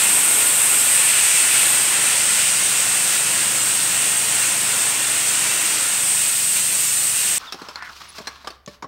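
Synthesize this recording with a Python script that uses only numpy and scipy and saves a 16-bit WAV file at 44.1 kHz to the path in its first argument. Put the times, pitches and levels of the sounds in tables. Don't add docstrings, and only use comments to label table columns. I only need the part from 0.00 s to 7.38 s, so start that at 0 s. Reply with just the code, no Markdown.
import sys
import numpy as np
from scipy import signal
from scipy.fft import rfft, irfft, next_fast_len
from scipy.io import wavfile
from scipy.ndimage import uniform_filter1d, map_coordinates

SR = 44100
rng = np.random.default_rng(int(sys.argv[2]) if len(sys.argv) > 2 else 0)


def to_linear_factor(level_db):
    exponent = np.asarray(level_db, float) / 20
    return 10 ** exponent


def wav_out(sig):
    wavfile.write(sys.argv[1], SR, np.round(np.clip(np.atleast_2d(sig).T, -1, 1) * 32767).astype(np.int16))


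N = 325557
TIME = np.arange(N) / SR


def unit(x):
    return x / np.sqrt(np.mean(x ** 2))


def curves(table):
    seconds, *columns = np.transpose(table)
    return [np.interp(TIME, seconds, column) for column in columns]


def walk(rate):
    hold = int(SR / rate)
    steps = np.repeat(rng.standard_normal(N // hold + 1), hold)
    smooth = uniform_filter1d(uniform_filter1d(steps, hold), hold)
    return unit(smooth[:N])


def ring(x, hz, width_hz):
    return signal.lfilter(*signal.iirpeak(hz, hz / width_hz, fs=SR), x)


def ringing_air(hz, width_hz):
    noise = rng.standard_normal(N)
    return unit(ring(ring(noise, hz, width_hz), hz, width_hz))


def high_pass(x, order, hz):
    return signal.sosfilt(signal.butter(order, hz, "high", fs=SR, output="sos"), x)


def turbulence(shape, count, flicker_db, flicker_rate):
    hz, db = np.transpose(shape)
    size = next_fast_len(N)
    pitch = np.log(np.arange(size // 2 + 1) * SR / size + 1)
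    colour = to_linear_factor(np.interp(pitch, np.log(hz), db, left=-90, right=-90))
    spectrum = colour * rfft(rng.standard_normal(size))
    centres = np.linspace(np.log(hz[0]), np.log(hz[-1]), count)
    spacing = centres[1] - centres[0]
    out = 0
    for centre in centres:
        share = np.clip(1 - abs(pitch - centre) / spacing, 0, 1)
        out = out + to_linear_factor(flicker_db * walk(flicker_rate)) * irfft(spectrum * share, size)[:N]
    return unit(out)


def machine():
    # time in seconds, level of the fifth multiple in dB, level of the eighth in dB.
    hum_levels = [(0, -49, -51), (.3, -53.5, -51.5), (.8, -54, -63), (1.35, -54.5, -62), (1.7, -49.5, -53),
                  (2.2, -51, -53.5), (2.65, -48.5, -49), (3.05, -49.5, -54), (3.5, -48.5, -48),
                  (4.2, -47.5, -52), (4.6, -48, -47.5), (4.9, -49, -61), (5.15, -53, -51),
                  (5.5, -53, -50.5), (5.82, -55, -59), (6.05, -55.5, -50.5), (6.9, -52.5, -52),
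                  (7.38, -52.5, -50)]
    # multiple of the shaft rate, level in dB under the fifth.
    weak_multiples = [(2, -20), (3, -16), (4, -11.5), (6, -5.5), (7, -16), (9, -19), (10, -15)]
    # pitch in Hz, level in dB per Hz.
    rumble_colour = [(12, -14), (30, -16), (65, -21), (90, -5), (130, -2), (160, -4), (230, -23)]
    fifth_db, eighth_db = curves(hum_levels)
    swell_db = fifth_db + 50.5
    shaft_hz = 24.46 * (1 + 0.002 * walk(1.43))
    turn = 2 * np.pi * np.cumsum(shaft_hz) / SR

    lines = [(5, fifth_db + 0.7 * walk(6)), (8, eighth_db + 0.9 * walk(6))]
    lines += [(multiple, db - 51 + 1.1 * walk(3.15)) for multiple, db in weak_multiples]
    hum = 0
    for multiple, db in lines:
        start_angle = 2 * np.pi * rng.random()
        hum = hum + np.sqrt(2) * to_linear_factor(db) * np.sin(multiple * turn + start_angle)

    room_tone = to_linear_factor(-58 + 2.6 * swell_db) * ringing_air(178, 8.1)
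    rumble = turbulence(rumble_colour, count=5, flicker_db=0.5, flicker_rate=3.05)
    return hum + room_tone + to_linear_factor(-53.5 + 0.25 * swell_db) * rumble


def part_gains():
    # time in seconds, nearness in dB,
    # seal on the carpet pile in dB, tilt of the mouth towards the microphone in dB.
    stance = [(0, 2.5, -0.2, -.5), (.4, 2.5, -0.7, -1.5), (.8, 2.4, -1, -.5), (1.0, 2.6, -1.1, .7),
              (1.3, 1.05, -0.3, 1.4), (1.7, 2.06, -0.2, -.55), (2.0, 1.2, 1.5, 0.2), (2.35, 0.1, 0.3, 1.2),
              (2.7, -0.1, 0.8, 0.45), (3.15, 0, 0.7, -0.3), (3.4, -0.4, 0.9, -0.4), (4.2, -0.3, 1, -0.35),
              (4.6, -0.1, 1.2, -0.8), (5.2, -0.65, 1.2, -0.4), (5.8, -0.7, .9, 0), (6.3, -1.76, -2, 0.1),
              (6.9, -2, -2.2, 0.4), (7.38, -2.4, -1.5, 0.2)]
    # time in seconds, swell in dB, length in seconds.
    slugs = [(0.058, 0.5, .1), (0.417, 1.2, 0.055), (1.367, 1, 0.069), (1.576, 1.5, .12), (2.116, 0.5, .1),
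             (3.13, 2, .12), (3.68, 1.5, .1), (3.9, 1.2, .08), (4.128, 0.5, .2), (4.376, 1.2, 0.12),
             (5.45, 0.9, 0.13), (5.68, 0, 0.051), (6.58, 2.5, 0.054), (6.84, 1.3, .12), (7.043, 1, .08),
             (7.197, 1.2, .08)]
    parts = {"boom": (-45.5, .9, 1, -2.2, -0.2), "roar": (-38, 1.3, 1.06, -0.8, 0.1),
             "column": (-56.5, -1.5, 3, -1.5, -0.5), "shell": (-36, 1.5, 0.84, 0.3, 0.5),
             "body": (-34, 1, 0.9, 1.3, 0.5), "mouth": (-29.5, 1.05, 0.5, 2.1, 1.25),
             "cheeks": (-32.5, 1.77, 1.1, 0.8, 1), "rush": (-28.5, 0.3, 0.35, 1.3, 0.86),
             "hiss": (-29.5, 1.08, -.7, 0.57, 0.38), "jets": (-33, 1.1, -0.66, -0.3, 0.5),
             "mist": (-36.5, 1.4, -2.5, -0.5, 1.1), "air": (-35.5, 0.3, -0.2, .05, .8)}
    near, seal, tilt = curves(stance)
    slug = 0.35 * walk(14)
    for start, swell_db, length in slugs:
        slug = slug + swell_db * np.exp(-4 * ((TIME - start) / length) ** 2)
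    gain = {}
    for part, (db, by_near, by_seal, by_tilt, by_slug) in parts.items():
        gain[part] = to_linear_factor(db + by_near * near + by_seal * seal + by_tilt * tilt + by_slug * slug)
    return gain


def hose(gain):
    # pitch in Hz, level in dB per Hz.
    boom_colour = [(150, -17), (215, 2), (270, -2.5), (310, 3.5), (380, -2.5), (450, 3.5), (560, -32)]
    # pitch in Hz, level in dB per Hz.
    roar_colour = [(400, -36), (500, -0.5), (800, -1), (1000, 1.5), (1250, -3), (1450, -15)]
    boom = gain["boom"] * turbulence(boom_colour, count=4, flicker_db=1.3, flicker_rate=4.3)
    roar = gain["roar"] * turbulence(roar_colour, count=4, flicker_db=0.56, flicker_rate=8)
    column = gain["column"] * ringing_air(321, 40)
    return boom + roar + column


def jets(gain):
    # pitch in Hz, level in dB per Hz.
    sizzle_colour = [(9000, -14), (10200, 0), (11800, -1), (12900, -14)]
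    # pitch in Hz, level in dB per Hz.
    mist_colour = [(11000, -12), (12300, 0), (13500, -2), (15300, -14)]
    # pitch in Hz, level in dB per Hz.
    air_colour = [(12800, -16), (14400, 0), (15000, -1), (16500, -1.5)]
    sizzle = gain["jets"] * turbulence(sizzle_colour, count=3, flicker_db=0.9, flicker_rate=12)
    mist = gain["mist"] * turbulence(mist_colour, count=3, flicker_db=0.2, flicker_rate=14)
    air = gain["air"] * turbulence(air_colour, count=3, flicker_db=0.8, flicker_rate=11)
    return sizzle + mist + air


def slot(gain):
    # pitch in Hz, level in dB per Hz.
    rush_colour = [(2500, -13), (3600, -0.5), (4500, 0.5), (5500, 0.5), (6500, 1.5), (7200, 1), (8200, -10)]
    # pitch in Hz, level in dB per Hz.
    hiss_colour = [(6300, -19), (7400, 0.5), (8500, 1.5), (9700, -0.5), (11200, -32)]
    rush = gain["rush"] * turbulence(rush_colour, count=4, flicker_db=0.5, flicker_rate=11)
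    hiss = gain["hiss"] * turbulence(hiss_colour, count=4, flicker_db=0.6, flicker_rate=13)
    return rush + hiss


def metal(modes):
    out = 0
    for hz, width_hz, db in modes:
        tone = unit(ring(rng.standard_normal(N), hz, width_hz))
        out = out + to_linear_factor(db + 0.71 * walk(10)) * tone
    return unit(out)


def mouth():
    # time in seconds, pitch of the main ring in Hz.
    mouth_pitch = [(0.0, 2649), (1.44, 2645), (3.74, 2716), (5.96, 2693), (6.15, 2730), (6.41, 2668),
                   (7.38, 2752)]
    width_hz = 510
    sway = signal.lfilter(*signal.butter(1, width_hz / 2, fs=SR), rng.standard_normal((2, N)))
    phase = 2 * np.pi * np.cumsum(curves(mouth_pitch)[0]) / SR
    main = unit(sway[0] * np.cos(phase) + sway[1] * np.sin(phase))
    return to_linear_factor(0.92 * walk(12)) * main


def head(gain):
    # pitch in Hz, width in Hz, level in dB.
    body_modes = [(1428, 225, 2), (1860, 420, 3.5)]
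    # pitch in Hz, width in Hz, level in dB.
    cheek_modes = [(2210, 570, 0.5), (3280, 750, 0.5)]
    shell = gain["shell"] * metal(body_modes[:1])
    body = gain["body"] * metal(body_modes[1:])
    cheeks = gain["cheeks"] * metal(cheek_modes)
    return high_pass(shell + body + gain["mouth"] * mouth() + cheeks, 4, 160)


def wand():
    gain = part_gains()
    return hose(gain) + jets(gain) + slot(gain) + head(gain)


def room(x):
    # delay in milliseconds, level in dB.
    echoes = [(2.8, -15), (8.4, -15), (10.4, -16), (13.0, -15), (16.5, -17), (22.8, -16)]
    bright = high_pass(x, 2, 1800)
    out = x
    for ms, db in echoes:
        lag = (ms + 0.3014 * walk(0.9)) * SR / 1000
        echo = map_coordinates(bright, [np.arange(N) - lag], order=3, mode="wrap", prefilter=False)
        out = out + to_linear_factor(db) * echo
    return out * to_linear_factor(-0.77)


def scene():
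    mono = room(wand()) + machine()
    return np.array([mono, mono])


def stereo_patches():
    # time in seconds, lowest pitch in Hz, highest pitch in Hz, level in dB.
    patches = [(.317, 9600, 14490, -27), (.387, 13740, 15870, -37), (1.32, 10310, 11760, -36),
               (2.805, 13740, 15200, -40), (3.408, 13760, 15180, -42), (3.525, 14430, 15900, -41),
               (3.595, 4190, 5600, -33), (3.618, 6300, 7620, -30), (5.289, 5680, 6920, -33),
               (5.289, 7500, 9600, -23), (6.358, 4220, 5210, -40), (6.358, 11000, 12470, -35),
               (6.613, 4260, 5200, -38), (6.613, 10310, 11780, -38), (6.89, 5660, 6960, -34),
               (6.985, 5710, 6960, -33), (6.985, 14450, 15870, -40)]
    side, size = np.zeros(N), 2048
    block, first = 1024, 879
    hz = np.arange(size // 2 + 1) * SR / size
    for seconds, low_hz, high_hz, db in patches:
        inside = (hz > low_hz) * (hz < high_hz)
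        band = irfft(rfft(rng.standard_normal(size)) * inside, size)
        start = first + block * (round((seconds * SR - first) / block) - 1)
        side[start:start + size] += to_linear_factor(db + 1.5) * unit(band) * np.hanning(size)
    return np.array([side, -side])


def low_pass(x):
    return signal.sosfilt(signal.butter(12, 16970, fs=SR, output="sos"), x)


def record(dry):
    port_hz, port_width_hz, port_db, top_hz = 8433, 814, 14, 15730
    ported = dry + (to_linear_factor(port_db) - 1) * ring(dry, port_hz, port_width_hz)
    size = next_fast_len(N)
    hz = np.arange(size // 2 + 1) * SR / size
    cut = irfft(rfft(ported, size) * (hz < top_hz), size)[:, :N]
    return low_pass(cut + stereo_patches())


dry = scene()
out = record(dry)
wav_out(out)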